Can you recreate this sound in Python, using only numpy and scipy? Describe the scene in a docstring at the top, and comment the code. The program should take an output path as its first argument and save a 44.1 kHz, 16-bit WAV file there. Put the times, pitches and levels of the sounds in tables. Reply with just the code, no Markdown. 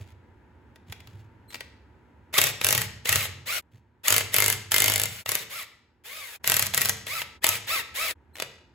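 """A dull bump and light ticks of steel sound over a garage's faint hum as a socket feels for a bolt head.
Then a cordless impact driver runs the cover bolts out of a steel axle housing. At each pull of the trigger
the motor whines up and the gears rattle; while a bolt resists, the hammer strikes up to about fifty times
a second and each impact excites the housing's modes. Five times the sound dips briefly and the
background returns at a new level."""
import sys
import numpy as np
from scipy import signal
from scipy.fft import rfft, irfft
from scipy.io import wavfile
from scipy.ndimage import uniform_filter1d

SR = 44100
rng = np.random.default_rng(int(sys.argv[2]) if len(sys.argv) > 2 else 0)


def wav_out(sig):
    """Save sig, one row per channel (or a flat mono array), as 16-bit PCM at SR to the path in sys.argv[1]."""
    wavfile.write(sys.argv[1], SR, np.round(np.clip(np.atleast_2d(sig).T, -1, 1) * 32767).astype(np.int16))


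N = 385434
TIME = np.arange(N) / SR

# Spectrum of the background noise. Each row: frequency in Hz, relative level in dB.
AIR_SPECTRUM = [(15, -62), (25, -33), (76, 0.5), (149, -16), (242, -13.5), (363, -16), (714, -27),
                (911, -18), (1040, -28.5), (1610, -25), (5000, -50), (16000, -59)]
# Steady hum in the garage. Each row: frequency in Hz, level in dB against the background.
HUM_TONES = [(242, -17.5), (361, -18.5), (894, -20), (980, -20)]
# The tool is handled or kicks against the axle.
# Each row: start in seconds, thud level in dB, length in seconds, scuff level in dB.
BUMPS = [(-.05, -39, 0.098, -55), (0.862, -45, 0.075, -61), (0.992, -50.5, 0.296, -66),
         (2.657, -42.5, 0.26, -53.5), (3.077, -39.5, 0.14, -56), (3.705, -52, .1, -67.5)]
# Spectra of the axle's thud, the clank of tool and bolt, and the crack of steel on steel.
# Each row: frequency in Hz, relative level in dB.
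THUD_SPECTRUM = [(30, -40.0), (70, -11.5), (100, 3.5), (140, -9.5), (400, -27), (2000, -52.5)]
CLANK_SPECTRUM = [(40, -44), (220, -10), (500, -1), (850, -3.5), (1400, -1.5), (2200, 2.5), (3300, 0.5),
                  (5500, -6.5), (12000, -14)]
CRACK_SPECTRUM = [(300, -16.5), (1500, -10.5), (5500, -4), (8500, 0.5), (12000, 1.5), (15300, -3),
                  (16500, -26)]
# The socket skids over a bolt head; the row at 1.503 s is instead the barely turning motor ticking. # Each row:
# start in seconds, length in seconds, tick level in dB.
SKIDS = [(0.02, .1, -49), (1.503, 0.035, -34), (8.354, 0.1, -31)]
# The socket knocks on a bolt head or rattles on the anvil; some rows are weaker hammer blows # and brushes of
# the hammer's dogs. Each row: time in seconds, level in dB.
CLINKS = [(0.759, -38), (0.899, -37), (0.924, -21), (1.004, -34.5), (1.073, -33.5), (1.5446, -20),
          (1.5546, -25), (1.607, -21), (2.341, -13.5), (2.383, -0.5), (2.614, -10.5), (3.056, -12),
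          (3.254, -16.5), (4.2083, -12), (5.26, -3.5), (6.443, -15), (6.738, -12), (7.068, -17),
          (7.2179, -16), (7.443, -4.5), (7.7588, -19), (8.11, -17.5), (8.4, -14), (8.4227, -11)]
# Modes of the housing and its cover. Each row: frequency in Hz, level in dB, 60 dB decay time in seconds.
HOUSING_MODES = [(103, -12.5, .24), (133.5, -22, .72), (193, -26, .6), (448, -20, .32), (606, -16.5, .1),
                 (1450, -8, .04), (1760, -3, .035), (2140, 2, .045), (3060, -1, .05), (4620, -7, .04),
                 (5090, -8, .04), (7990, -3, .035)]
# How each bolt passes a blow on.
# Each row: start in seconds, clank gain in dB, ring gain in dB, tuning ratio of the modes above 1 kHz.
BOLTS = [(0, -3.5, -12.5, 0.89), (4.0, -4.5, -13.5, 0.98), (5.24, -5.5, -14.5, .89), (7.4, -8.5, -18, 0.99)]
# The trigger is barely pressed. Each row: start in seconds, end in seconds, level in dB.
LIGHT_PRESSES = [(1.478, 1.583, -54.5), (8.332, 8.454, -59)]
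# Full trigger pulls. Each row: start, run-up time, hold time and stop, all in seconds,
# top speed in turns per second, level in dB, whine gain in dB.
TRIGGER_PULLS = [(2.329, .05, .02, 2.52, 325, -24.5, -2), (2.611, .06, .1, 2.87, 328, -32, 0),
                 (3.05, .07, .07, 3.28, 352, -27, 1), (3.459, .075, .05, 3.63, 362, -28, 0),
                 (4.037, .05, .06, 4.235, 325, -26.5, 0), (4.319, .05, .03, 4.56, 330, -27.5, 0),
                 (4.707, .055, .03, 4.97, 327, -27, 0), (5.0, .06, .16, 5.26, 366, -41, 1),
                 (5.255, .065, .04, 5.45, 322, -33, 2), (5.494, .065, .02, 5.652, 345, -34.5, -1),
                 (6.04, .115, .03, 6.385, 317, -38, -1), (6.44, .07, .04, 6.68, 333, -29.5, 0),
                 (6.735, .055, .05, 6.92, 336, -30.5, 0), (7.065, .083, .025, 7.24, 333, -31, 2),
                 (7.418, .05, .06, 7.59, 328, -28, 5), (7.668, .057, .018, 7.825, 333, -26.5, 4),
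                 (7.943, .075, .035, 8.145, 329, -27, -.5)]
# Tones of rotor and gears. Each row: multiple of the motor speed, level in dB.
WHINE_ORDERS = [(2, -18), (4, -8), (6, -19), (7, -18), (8, -8), (12, -12.5), (16, -13)]
# How strongly the tool's casing radiates a tone. Each row: frequency in Hz, gain in dB.
CASING_RESPONSE = [(600, -5), (1000, -13), (1230, 1), (1700, -4), (2200, 5), (2650, -1), (3000, -5),
                   (3450, 2), (3950, 1), (4500, -2)]
# Spectrum of the gear rattle. Each row: frequency in Hz, relative level in dB.
RATTLE_SPECTRUM = [(40, -38.5), (350, -18.5), (550, -2.5), (850, -10), (1300, -6), (2200, 2.5), (6000, -6),
                   (8500, -4), (15300, -3), (16500, -31)]
# Hammer blows, a beat that slows and weakens as a bolt lets go. Each row: time in seconds, level in dB.
HAMMER_BLOWS = [(2.38, -13.0), (2.3873, -13.5), (2.4153, -13.5), (2.4395, -14.5), (2.4687, -20.0),
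                (2.6454, -12.0), (2.6673, -15.5), (2.6879, -14.5), (2.7071, -16.5), (2.7267, -13.5),
                (2.7496, -16.5), (2.7781, -18.0), (2.8173, -22.0), (3.092, -14.0), (3.1265, -15.0),
                (3.1578, -14.0), (4.0819, -12.0), (4.1046, -14.0), (4.1245, -12.5), (4.1416, -15.5),
                (4.1639, -15.0), (4.1811, -15.5), (4.3424, -15.0), (4.3642, -14.0), (4.3843, -14.0),
                (4.4029, -15.0), (4.4227, -14.5), (4.442, -17.5), (4.4613, -16.5), (4.481, -17.5),
                (4.5006, -17.0), (4.5263, -21.0), (4.7185, -14.0), (4.7428, -13.5), (4.763, -14.5),
                (4.7821, -15.0), (4.8029, -14.0), (4.8208, -15.0), (4.842, -14.0), (4.8597, -16.0),
                (4.8809, -14.5), (4.8989, -16.0), (4.9197, -18.5), (4.9379, -19.0), (4.9591, -16.0),
                (4.9791, -21.5), (4.9979, -18.5), (5.0165, -21.0), (5.0354, -18.0), (5.0567, -23.5),
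                (5.2914, -17.5), (5.3178, -19.5), (5.3527, -17.0), (6.4756, -14.0), (6.4983, -14.0),
                (6.5192, -13.5), (6.5412, -15.5), (6.5671, -14.5), (6.5946, -15.0), (6.6247, -16.0),
                (6.6668, -22.0), (6.7456, -17.5), (6.7768, -13.5), (6.8166, -15.0), (6.8566, -16.5),
                (6.8944, -15.0), (7.4426, -14.0), (7.4666, -15.0), (7.49, -13.0)]
# Reverberation of the garage. Each row: frequency in Hz, 60 dB decay time in seconds.
GARAGE_DECAY = [(100, 1), (600, 0.53), (5000, 0.58), (11000, 0.31)]
# Stretches of sound between the brief dips. Each row: start in seconds, background level in dB.
STRETCHES = [(-.1, -55), (3.618, -63.5), (5.244, -65), (6.393, -58), (7.403, -57), (8.146, -60)]
# Likeness of left and right. Each row: frequency in Hz, coherence from 0 to 1.
COHERENCE = [(60, 1), (250, 0.8), (2000, 0.54), (5200, 0.14), (7000, 0.96)]
# Phase between the channels. 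Each row: frequency in Hz, lead of the left in radians.
LEFT_LEAD = [(0, 0), (4600, -.3), (5100, 1.9), (6800, .3), (7500, -.4), (9100, -3.14), (13700, -9.42),
             (15600, -12.5)]
# Balance of the channels. Each row: frequency in Hz, gain in dB added on the left and taken off the right.
LEFT_TILT = [(100, -1.1), (500, 0), (2600, 0.79), (5000, 0.57)]


def amp(db):
    """Amplitude ratio for a level in decibels."""
    return 10 ** (np.asarray(db) / 20)


def unit_rms(x):
    """Normalises a signal to a root mean square of 1."""
    return x / np.sqrt(np.mean(x ** 2) + 1e-20)


def value_at(points, hz):
    """Interpolates a table on a logarithmic frequency axis."""
    table_hz, value = np.transpose(points)
    return np.interp(np.log(hz + 1), np.log(table_hz + 1), value)


def add(mix, start_s, sound):
    """Superposition: adds a sound to the mix at the given time."""
    start = round(start_s * SR)
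    sound = sound[max(-start, 0):]
    part = mix[max(start, 0):][:len(sound)]
    part += sound[:len(part)]


def colour(x, spectrum, size=4096):
    """Minimum-phase filtering: imposes a spectrum through a causal response of unit energy."""
    log_gain = np.log(amp(value_at(spectrum, abs(np.fft.fftfreq(size, 1 / SR)))))
    response = np.exp(np.conj(signal.hilbert(log_gain)))
    taps = np.fft.ifft(response).real[:size // 2]
    return signal.oaconvolve(x, taps / np.linalg.norm(taps))[:len(x)]


def drift(hz):
    """Random modulation of rms 1, lying mostly below the given rate."""
    knots = np.arange(0, N / SR + 1, .5 / hz)
    return unit_rms(np.interp(TIME, knots, rng.standard_normal(N // 10)[:len(knots)]))


def gate(on, off, ramp_s):
    """Trapezoidal envelope, with both ramps between on and off."""
    return np.clip(np.minimum(TIME - on, off - TIME) / ramp_s, 0, 1)


def blow_load(blows, decay_s):
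    """Leaky integration: the load jumps by 1 at every hammer blow and decays exponentially."""
    kicks = np.zeros(N)
    kicks[(blows[:, 0] * SR).astype(int)] = 1
    return signal.lfilter([1], [1, -np.exp(-1 / (decay_s * SR))], kicks)


def bolt_at(times):
    """Index of the bolt that couples tool to housing at each time."""
    return np.searchsorted([row[0] for row in BOLTS[1:]], times)


def background(waver_hz=3.1):
    """Random modulation makes low noise waver in level and hum in pitch; returns mid and side."""
    air = np.array([colour(rng.standard_normal(N), AIR_SPECTRUM) for _ in range(2)])
    air *= amp(0.5 * drift(3.6))
    for hz, db in HUM_TONES:
        cycles = np.cumsum(hz + waver_hz * drift(30)) / SR
        air[0] += amp(db) * np.sqrt(2) * np.sin(2 * np.pi * cycles)
    return air


def handling(blows, shake_db=-60):
    """Forced vibration: gloved hands and the hammering tool shake the heavy axle, with a little scuffing."""
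    thud = colour(rng.standard_normal(N), THUD_SPECTRUM)
    friction = rng.standard_normal(N) * amp(9 * np.tanh(drift(150)))
    scuff = colour(unit_rms(friction), CLANK_SPECTRUM)
    bumps = sum((amp(thud_db) * thud + amp(scuff_db) * scuff) * gate(start, start + length, length / 3)
                for start, thud_db, length, scuff_db in BUMPS)
    return bumps + amp(shake_db) * blow_load(blows, 0.11) * thud


def skid_ticks(ticks_per_s=110, scatter_db=4):
    """Intermittent contact: the sliding socket, or the barely turning motor, ticks unevenly. Each row: time in
    seconds, level in dB."""
    ticks = []
    for start, length, db in SKIDS:
        for slot in np.arange(start, start + length, 1 / ticks_per_s):
            time = slot + .5 * rng.random() / ticks_per_s
            ticks.append((time, db + scatter_db * np.clip(rng.standard_normal(), -2, 1)))
    return ticks


def contacts(times, levels_db, decay_s, bounce, bounce_s, lead, likeness=.4, size=3000):
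    """Elastic impact of steel: a scrape as the faces meet, a brief chatter, then a weaker rebound."""
    out = np.zeros(N)
    t = (np.arange(size) - size // 4) / SR
    chatter = rng.standard_normal(size)
    for time, db in zip(times, levels_db):
        # each contact partly resembles the last
        chatter = likeness * chatter + np.sqrt(1 - likeness ** 2) * rng.standard_normal(size)
        since_rebound = t - bounce_s * rng.uniform(0.55, 1.3)
        scrape = lead * np.exp(-abs(t) / bounce_s)
        envelope = np.where(t < 0, scrape, np.exp(-abs(t) / decay_s))
        envelope += bounce * (since_rebound > 0) * np.exp(-abs(since_rebound) / decay_s)
        add(out, time + t[0], amp(db) * envelope * chatter)
    return out


def socket(tick_db=-12, clank_db=-8, ring_db=-26, brightening=0.14):
    """Impact excitation: the loose socket knocks and skids on the steel, with some weak hammer blows and motor
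    ticks among them; harder knocks are brighter."""
    times, db = np.transpose(CLINKS + skid_ticks())
    softening_db = brightening * np.minimum(db + 10, 0)
    tick = contacts(times, db + tick_db + softening_db,
                    decay_s=0.00093, bounce=0.13, bounce_s=0.0028, lead=0.34)
    clank = contacts(times, db + clank_db, decay_s=.002, bounce=.45, bounce_s=.0027, lead=.1)
    return colour(tick, CRACK_SPECTRUM) + colour(clank, CLANK_SPECTRUM) + housing(times, db + ring_db)


def housing(times, levels_db, size=24000):
    """Modal ringing: blows excite damped modes, unevenly as the socket shifts; bolts tune the high ones."""
    hz, db, t60 = np.transpose(HOUSING_MODES)[:, :, None]
    t, out = np.arange(size) / SR, np.zeros(N)
    envelopes = amp(db - 60 * t / t60)
    modes = [envelopes * np.sin(2 * np.pi * hz * np.where(hz > 1000, tuning, 1) * t)
             for *_, tuning in BOLTS]
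    for time, level_db, bolt in zip(times, levels_db, bolt_at(times)):
        weights = rng.normal(0.82, 0.71, len(HOUSING_MODES))
        add(out, time, amp(level_db) * (weights @ modes[bolt]))
    return out


def windings(chop_hz=4120, overtone_db=-2):
    """Magnetic forcing: current chopped by the speed control makes the windings sing a thin tone."""
    tone = sum(amp(overtone_db * k) * np.sin(2 * np.pi * (k + 1) * chop_hz * TIME) for k in range(3))
    return tone * sum(amp(db) * gate(on, off, 0.014) for on, off, db in LIGHT_PRESSES)


def motor(blows, speed_exponent=0.77, grain_db=2.0, waver=.006, throb=0.35, slow_share=.6, sag=.15):
    """Gear meshing: tones at multiples of the shaft rate and a rattle in step with it grow with speed."""
    speed, level, whine_gain = np.zeros(N), np.zeros(N), np.ones(N)
    for on, run_up, hold, stop, top_speed, db, whine_db in TRIGGER_PULLS:
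        release = min(on + run_up + hold, stop)
        share = np.interp(TIME, [on, on + run_up, release, (release + stop) / 2, stop],
                          [slow_share, 1, 1, .75, slow_share])  # the brake bites hardest at first
        whine_gain[TIME > on] = amp(whine_db)
        speed = np.where(TIME > on - .004, top_speed * share, speed)
        level += amp(db) * gate(on - .004, stop, 0.024)
    speed = np.maximum(uniform_filter1d(speed, size=900), 0)  # the rotor's inertia
    level *= (speed / 330) ** speed_exponent
    backlash = np.clip(amp(-30) / (level + 1e-9), 1, 2.5)  # lightly driven gears run unevenly
    speed *= 1 + waver * backlash * drift(150)
    speed *= 1 - sag * blow_load(blows, .008)  # each blow drags the motor down
    turns = np.cumsum(speed) / SR
    whine = np.zeros(N)
    for order, db in WHINE_ORDERS:
        radiated = amp(db + value_at(CASING_RESPONSE, order * speed))
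        flicker = 1 + .5 * drift(90)
        whine += radiated * np.sqrt(2) * np.sin(2 * np.pi * order * turns) * flicker
    whine *= np.clip(level / amp(-24), .6, 1) ** .5  # the tones need a hard pull
    whine /= 1 + 0.84 * blow_load(blows, 0.093)  # and weaken under blows
    teeth = rng.standard_normal(N) * amp(grain_db * drift(900))
    teeth *= 1 + throb * np.cos(2 * np.pi * turns)
    rattle = amp(-2) * colour(unit_rms(teeth), RATTLE_SPECTRUM)
    return level * (whine_gain * whine + rattle)


def hammer(blows, crack_db=6.5, graze_lead_s=.0065, graze_db=-16.5, slow_graze_db=10):
    """Structure-borne sound: a blow cracks on the anvil, clanks through the bolt and rings the housing."""
    times, db = blows.T
    clank_db, ring_db = np.array(BOLTS)[bolt_at(times), 1:3].T
    # the hammer's dogs brush the anvil just before each blow, harder when a loosening bolt slows the beat
    gap_s = np.diff(times, prepend=0)
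    slowness = np.interp(gap_s, [.025, .04, .06, .1], [0, 1, 1, 0])
    contact_times = np.r_[times - graze_lead_s, times]
    contact_db = np.r_[db + graze_db + slow_graze_db * slowness, db]
    crack = contacts(contact_times, contact_db + crack_db,
                     decay_s=0.0011, bounce=0.36, bounce_s=0.0022, lead=.12)
    clank = contacts(contact_times, contact_db + np.tile(clank_db, 2),
                     decay_s=.0036, bounce=.25, bounce_s=.005, lead=.12, likeness=.7)
    return colour(crack, CRACK_SPECTRUM) + colour(clank, CLANK_SPECTRUM) + housing(times, db + ring_db)


def garage(size=36000, db_per_5khz=-2):
    """Reverberation: mid and side responses of sparse reflections, each band decaying at its own rate."""
    reflections = rng.standard_normal((2, size)) * (rng.random((2, size)) < .12) * (TIME[:size] > .004)
    hz, t, bands = signal.stft(reflections, SR, nperseg=256)
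    t60 = value_at(GARAGE_DECAY, hz)[:, None]
    bands *= amp(db_per_5khz * hz[:, None] / 5000 - 60 * t / t60)
    tails = signal.istft(bands, SR, nperseg=256)[1]
    return tails / np.linalg.norm(tails[0])


def stereo_pair(mid, side):
    """Partial coherence: left and right share part of the sound; in the high treble the left lags."""
    hz = np.fft.rfftfreq(N, 1 / SR)
    coherence = np.clip(value_at(COHERENCE, hz), 0, 1)
    shared = rfft(mid) * np.sqrt((1 + coherence) / 2)
    opposed = rfft(side) * np.sqrt((1 - coherence) / 2)
    tilt = amp(value_at(LEFT_TILT, hz))
    phase_shift = np.exp(1j * np.interp(hz, *np.transpose(LEFT_LEAD)))
    return irfft([(shared + opposed) * tilt * phase_shift, (shared - opposed) / tilt], N)


def scene(hammer_wet_db=-9, tool_wet_db=-11, fade_s=0.036):
    """Superposition of direct sound, reverberation and background; each stretch fades in and out."""
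    blows = np.array(HAMMER_BLOWS)
    # two rows: mid, which both channels share, and side, which scatters to them differently
    impacts = np.array([hammer(blows) for _ in range(2)])
    tool = np.array([motor(blows) + socket() for _ in range(2)])
    tool[0] += windings() + handling(blows)
    into_room = amp(hammer_wet_db) * impacts + amp(tool_wet_db) * tool
    room, air = garage(), background()
    ends = [start for start, _ in STRETCHES[1:]] + [N / SR + fade_s]
    out = np.zeros((2, N))
    for (start, air_db), end in zip(STRETCHES, ends):
        window = gate(start, end, fade_s) ** 2
        reverberation = signal.oaconvolve(into_room * window, room, axes=1)[:, :N]
        out += window * (impacts + tool + reverberation)
        out += gate(start, end, 0.011) * amp(air_db) * air
    return stereo_pair(*out)


def record(dry, low_cut_hz=42, high_cut_hz=16300):
    """Band limiting and soft saturation: the deepest bass goes, peaks round off, the top treble goes."""
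    thinned = signal.lfilter(*signal.butter(2, low_cut_hz, "high", fs=SR), dry)
    low_pass = signal.firwin(255, high_cut_hz, window=("kaiser", 8), fs=SR)
    return signal.oaconvolve(np.tanh(thinned), low_pass[None], "same", axes=1)


dry = scene()
out = record(dry)
wav_out(out)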